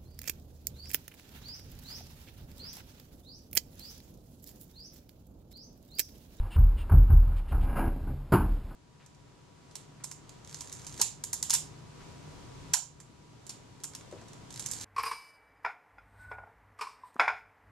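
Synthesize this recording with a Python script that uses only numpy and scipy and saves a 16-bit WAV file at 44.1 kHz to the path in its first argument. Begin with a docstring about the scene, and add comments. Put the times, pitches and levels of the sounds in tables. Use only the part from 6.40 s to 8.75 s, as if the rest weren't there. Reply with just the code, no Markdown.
"""Outdoors, over the rumble of a rocking trailer and a soft rustle, a horse stamps: each hoof clops on
the boards and sets the sprung floor booming, amid squeaky scuffs of shoes and fittings. Then a bar slides
across behind it, scraping by stick-slip friction and knocking on the frame. After a faint low groan the
bar drops into its catch with a rattling clank. Throughout, a camera that holds each sample at a low rate
adds a thin fizz above every sound."""
import sys
import numpy as np
from scipy import signal
from scipy.fft import rfft, irfft, next_fast_len
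from scipy.io import wavfile

SR = 44100
rng = np.random.default_rng(int(sys.argv[2]) if len(sys.argv) > 2 else 0)


def master_out(mix):
    """Clip the mix to full scale and print it as 16-bit PCM to the path in sys.argv[1]."""
    frames = np.transpose(np.atleast_2d(mix))
    ceiling = np.clip(frames, -1, 1)
    pcm = np.round(ceiling * 32767).astype(np.int16)
    wavfile.write(sys.argv[1], SR, pcm)


N = 103635
T = np.arange(N) / SR


def amp(db):
    """The decibel law: a level as an amplitude gain."""
    return 10 ** (np.asarray(db) / 20)


def unit(x):
    """Normalisation to rms 1."""
    return x / np.sqrt(np.mean(x ** 2) + 1e-20)


def read(points, hz):
    """Interpolation of a table on a log-frequency axis."""
    f, value = np.transpose(points)
    return np.interp(np.log(hz + 1), np.log(f + 1), value)


def envelope(points):
    """Amplitude envelope: a decibel curve as gain over time."""
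    return amp(np.interp(T, *np.transpose(points)))


def add(mix, onset, sound):
    """Superposition: a sound joins the mix at its onset, in seconds."""
    part = mix[max(round(onset * SR), 0):][:len(sound)]
    part += sound[:len(part)]


def fade(t60, t=T):
    """Exponential damping: 60 dB down after t60 seconds."""
    return np.exp(-np.log(1000) * t / np.maximum(t60, 1e-3))


def colour(x, spectrum):
    """Linear filtering by a spectrum, normalised to rms 1."""
    size = next_fast_len(N)
    gain = amp(read(spectrum, np.fft.rfftfreq(size, 1 / SR)))
    return unit(irfft(rfft(x, size) * gain, size)[:N])


def noise(spectrum):
    """Stationary Gaussian noise, filtered to a spectrum."""
    return colour(rng.standard_normal(N), spectrum)


def dense_ring(spectrum):
    """Frequency-dependent damping: overlapping modes ring as noise whose treble dies first."""
    # damping of the ringing (frequency [Hz], t60 [s])
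    decay_times = [(100, 0.64), (400, 0.39), (1100, 0.37), (2500, 0.39), (5000, 0.28)]
    hz, t, bands = signal.stft(noise(spectrum), SR, nperseg=256)
    damping = fade(read(decay_times, hz)[:, None], t)
    return signal.istft(bands * damping, SR, nperseg=256)[1][:N]


def background():
    """Amplitude-modulated noise: the rocking trailer rumbles under a soft rustle."""
    # swells of the rumble (time [s], level [dB])
    rocking = [(0, -25), (.13, -40.5), (.46, -35), (.95, -28), (1.05, -35.5), (1.45, -27), (1.56, -35.5),
               (1.76, -31), (1.88, -47), (2.0, -39.5), (2.24, -30.5), (2.33, -50)]
    # its spectrum (frequency [Hz], relative level [dB])
    rumble_spectrum = [(20, -21), (34, 13), (50, -9.5), (65, 0.5), (140, -19), (600, -67.5)]
    # swells of the rustle (time [s], level [dB])
    rustle = [(.98, -53.5), (1.05, -56), (1.15, -52), (1.72, -53), (1.85, -55), (2.11, -49), (2.21, -52)]
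    # its spectrum (frequency [Hz], relative level [dB])
    rustle_spectrum = [(60, -13.5), (200, 3), (450, -6), (1000, -10.5), (1900, -21), (5600, -29.5)]
    return envelope(rocking) * noise(rumble_spectrum) + envelope(rustle) * noise(rustle_spectrum)


def groan(onset=1.68, length=0.188, hz=138, db=-39.5):
    """A low pure tone swells and fades under an arched envelope."""
    progress = np.clip((T - onset) / length, 0, 1)
    arch = np.sqrt(abs(np.sin(np.pi * progress)))
    return amp(db) * arch * np.sin(2 * np.pi * hz * T)


def scuffs():
    """Friction of shoes and fittings: brushing noise and a rough squeak of falling pitch."""
    # strokes (time [s], length [s], brush level [dB], squeak level [dB])
    strokes = [(0.102, 0.07, -53.5, -51.5), (0.366, 0.076, -55.5, -54), (0.954, 0.056, -57, -88),
               (1.073, 0.07, -59.5, -60), (1.199, 0.065, -57.5, -63)]
    # brushing noise (frequency [Hz], relative level [dB])
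    brush_spectrum = [(400, -12), (1600, -6), (3100, -3.5), (3700, -10), (6000, -18.5)]
    squeak_hz, sag_hz_per_s, width_hz, edge_s = 2843, 2600, 170, 0.017
    pole = np.exp(-np.pi * width_hz / SR)
    out = np.zeros(N)
    for onset, length, brush_db, squeak_db in strokes:
        gate = np.clip(np.minimum(T, length - T) / edge_s, 0, 1)
        jitter = unit(signal.lfilter([1], np.poly([pole, pole]), rng.standard_normal(N)))
        hz = squeak_hz - sag_hz_per_s * (T - length / 2) + width_hz / 2 * jitter
        squeak = np.sin(2 * np.pi * np.cumsum(hz) / SR)
        add(out, onset, gate * (amp(brush_db) * noise(brush_spectrum) + amp(squeak_db) * squeak))
    return out


def bar_slide():
    """Stick-slip friction: dense random impulses excite the panels and the bar's own modes."""
    # sliding (time [s], level [dB])
    sliding = [(1.07, -94), (1.11, -44.5), (1.19, -49.5), (1.345, -39.5), (1.37, -38), (1.44, -27.5),
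               (1.51, -40.5), (1.6, -45), (1.72, -46), (1.82, -74)]
    # its spectrum (frequency [Hz], relative level [dB])
    slide_spectrum = [(50, -24.5), (110, 16), (330, 0.5), (520, -5.5), (800, -2), (1280, -21), (1620, -9.5),
                      (1800, -25.5), (2850, -26.5), (3400, -51), (5600, -52)]
    # grinding where the bar binds (time [s], level [dB])
    grinding = [(1.24, -59), (1.3, -49), (1.35, -51), (1.372, -37.5), (1.45, -50), (1.66, -87)]
    # its spectrum (frequency [Hz], relative level [dB])
    grind_spectrum = [(400, -11), (850, 1.5), (1620, -6.5), (1900, -19.5), (2850, -14.5), (3500, -34)]
    # modes of the bar (frequency [Hz], relative level [dB])
    bar_modes = [(134, -7), (188, -9), (273, -9), (326, -13), (415, -16)]
    slips_per_s, spread_db, bar_db = 290, 4, 0.5
    slips = (rng.random(N) < slips_per_s / SR) * rng.choice([-1, 1], N)
    slips = slips * amp(spread_db * np.minimum(rng.exponential(1, N), 3))
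    panel_response = (rng.standard_normal(N) * fade(t60=0.13))[:SR // 4]
    grit = signal.fftconvolve(slips, panel_response)[:N]
    out = colour(grit, slide_spectrum) * envelope(sliding)
    out += colour(grit, grind_spectrum) * envelope(grinding)
    force = unit(slips) * envelope(sliding)
    for hz, db in bar_modes:
        mode = fade(t60=0.19) * np.sin(2 * np.pi * hz * T)
        out += amp(bar_db + db) * signal.fftconvolve(force, mode / np.linalg.norm(mode))[:N]
    return out


def bar_clanks():
    """Impact excitation: each blow of the bar cracks, rings the frame's modes and rattles the panels."""
    # blows on the frame and catch (time [s], relative level [dB])
    blows = [(1.363, -17), (1.385, -16.5), (1.454, -19), (1.9215, -0.5), (1.930, -2.5), (1.937, 0.5),
             (1.947, -2.5), (1.979, -28)]
    # modes of frame and walls (frequency [Hz], relative level [dB], t60 [s])
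    frame_modes = [(188.5, -3, .45), (252, -6, .34), (299, -6, .3), (365, 0, .25), (448, -6, .22),
                   (726, -10, .25), (866, -10, .28), (903, -8, .25), (957, -7, .25), (1093, -11, .3),
                   (1228, -13, .28), (1466, -5, .15)]
    # dense panel ringing (frequency [Hz], relative level [dB])
    panel_spectrum = [(60, -7.5), (120, 5), (200, 2.5), (370, 2), (520, -16.5), (720, -5.5), (950, -6.5),
                      (1200, -9), (1550, -10), (1780, -24), (2850, -27), (3700, -41.5), (5000, -33),
                      (5600, -45.5)]
    rattle_db, frame_db, crack_db = -25.5, -28.5, -16.5
    ring = sum((-1) ** k * amp(db) * fade(t60) * np.sin(2 * np.pi * hz * T)
               for k, (hz, db, t60) in enumerate(frame_modes))
    attack = -np.expm1(-T / 0.0004)
    out = np.zeros(N)
    for onset, db in blows:
        rattle = amp(rattle_db) * dense_ring(panel_spectrum)
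        crack = amp(crack_db) * fade(t60=0.074) * noise(panel_spectrum)
        add(out, onset, amp(db) * attack * (rattle + amp(frame_db) * ring + crack))
    return out


def hoof_clops():
    """Impact and resonance: a dull knock, its tail in the trailer, and the hollow boards beneath."""
    # hooves meeting the boards (time [s], knock level [dB], body level [dB])
    hoof_falls = [(.163, -39.5, -31), (.496, -35.5, -53.5), (.518, -32.5, -24), (.701, -38.5, -31.5),
                  (.727, -47.5, -38.5), (0.826, -47.5, -43.5), (0.918, -48, -72), (1.121, -35, -36.5),
                  (1.148, -44.5, -49), (1.67, -45.5, -40), (2.309, -48.5, -49)]
    # the knock (frequency [Hz], relative level [dB])
    knock_spectrum = [(100, -26), (300, 6), (500, -5.5), (750, 5), (1100, 1), (1600, -2), (1850, -18.5),
                      (2600, -20), (4000, -40.5)]
    # the boards' hollow body (frequency [Hz], relative level [dB])
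    body_spectrum = [(20, -14), (70, -22), (120, 3), (190, -10.5), (450, -24), (1500, -79.5)]
    tail_db = -6.5
    attack = -np.expm1(-T / 0.00042)
    body_envelope = -np.expm1(-T / 0.0018) * fade(t60=0.58)
    out = np.zeros(N)
    for onset, knock_db, body_db in hoof_falls:
        knock = fade(t60=0.062) * noise(knock_spectrum)
        tail = amp(tail_db) * dense_ring(knock_spectrum)
        body = body_envelope * noise(body_spectrum)
        add(out, onset, amp(knock_db) * attack * (knock + tail) + amp(body_db) * body)
    return out


def floor_booms():
    """Free vibration: a blow shoves the sprung floor, which then booms; higher modes answer first."""
    # hooves and other jolts (time [s], relative level [dB], pitch factor [ratio])
    jolts = [(.171, 0, 1), (.523, 2, 1.13), (0.708, 1.5, 1.02), (1.128, -9.5, 0.83), (1.195, -19, 1.35),
             (0.337, -16.5, 0.85), (0.943, -28, .95), (1.286, -17, 0.706), (1.984, -10.5, 1.06)]
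    # modes of the floor (frequency [Hz], relative level [dB], t60 [s], swell time [s])
    floor_modes = [(38.1, 7, 0.32, 0.092), (54.7, -7.5, 0.3, 0.086), (68.6, 7, 0.13, 0.037),
                   (79.6, -19, 0.55, 0.02), (118.46, -12, 0.18, 0.022), (169.5, -37, 0.37, 0.021)]
    shove_lead_s, shove_peak_s, shove_hz = 0.012, 0.0088, 66
    shove_db, floor_db = -16, 1
    out, t = np.zeros(N), T[:SR]
    shove = t / shove_peak_s * np.exp(1 - t / shove_peak_s) * np.sin(2 * np.pi * shove_hz * t)
    for onset, db, pitch in jolts:
        add(out, onset - shove_lead_s, amp(db + shove_db) * shove)
        for hz, mode_db, t60, swell_s in floor_modes:
            swell = -np.expm1(-(t / swell_s) ** 2)
            mode = fade(t60, t) * np.sin(2 * np.pi * hz * pitch * t)
            add(out, onset, amp(floor_db + db + mode_db) * swell * mode)
    return out


def scene():
    """Superposition in two equal channels: everything comes from straight ahead."""
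    mono = floor_booms() + hoof_clops() + bar_clanks() + bar_slide() + groan() + scuffs() + background()
    return np.array([mono, mono])


def record(dry):
    """Spectral imaging: a zero-order hold mirrors the sound into the treble; hiss and a low-pass follow."""
    # hiss, independent in each channel (frequency [Hz], relative level [dB])
    hiss_spectrum = [(100, 23), (1000, -10.5), (3000, -2), (14000, -14)]
    hold_hz, band_limit_hz, hiss_db = 12000, 15150, -66
    anti_alias = signal.firwin(8001, 5600, fs=hold_hz * 147)
    slow = signal.resample_poly(dry, 40, 147, axis=1, window=anti_alias)  # down to the hold rate
    staircase = np.repeat(slow, 21, axis=1)
    held = signal.resample_poly(staircase, 7, 40, axis=1)[:, :N]  # back to SR
    hiss = amp(hiss_db) * np.array([noise(hiss_spectrum), noise(hiss_spectrum)])
    low_pass = signal.firwin(511, band_limit_hz, window=("kaiser", 9), fs=SR)
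    return signal.oaconvolve(held + hiss, low_pass[None], "same")


dry = scene()
out = record(dry)
master_out(out)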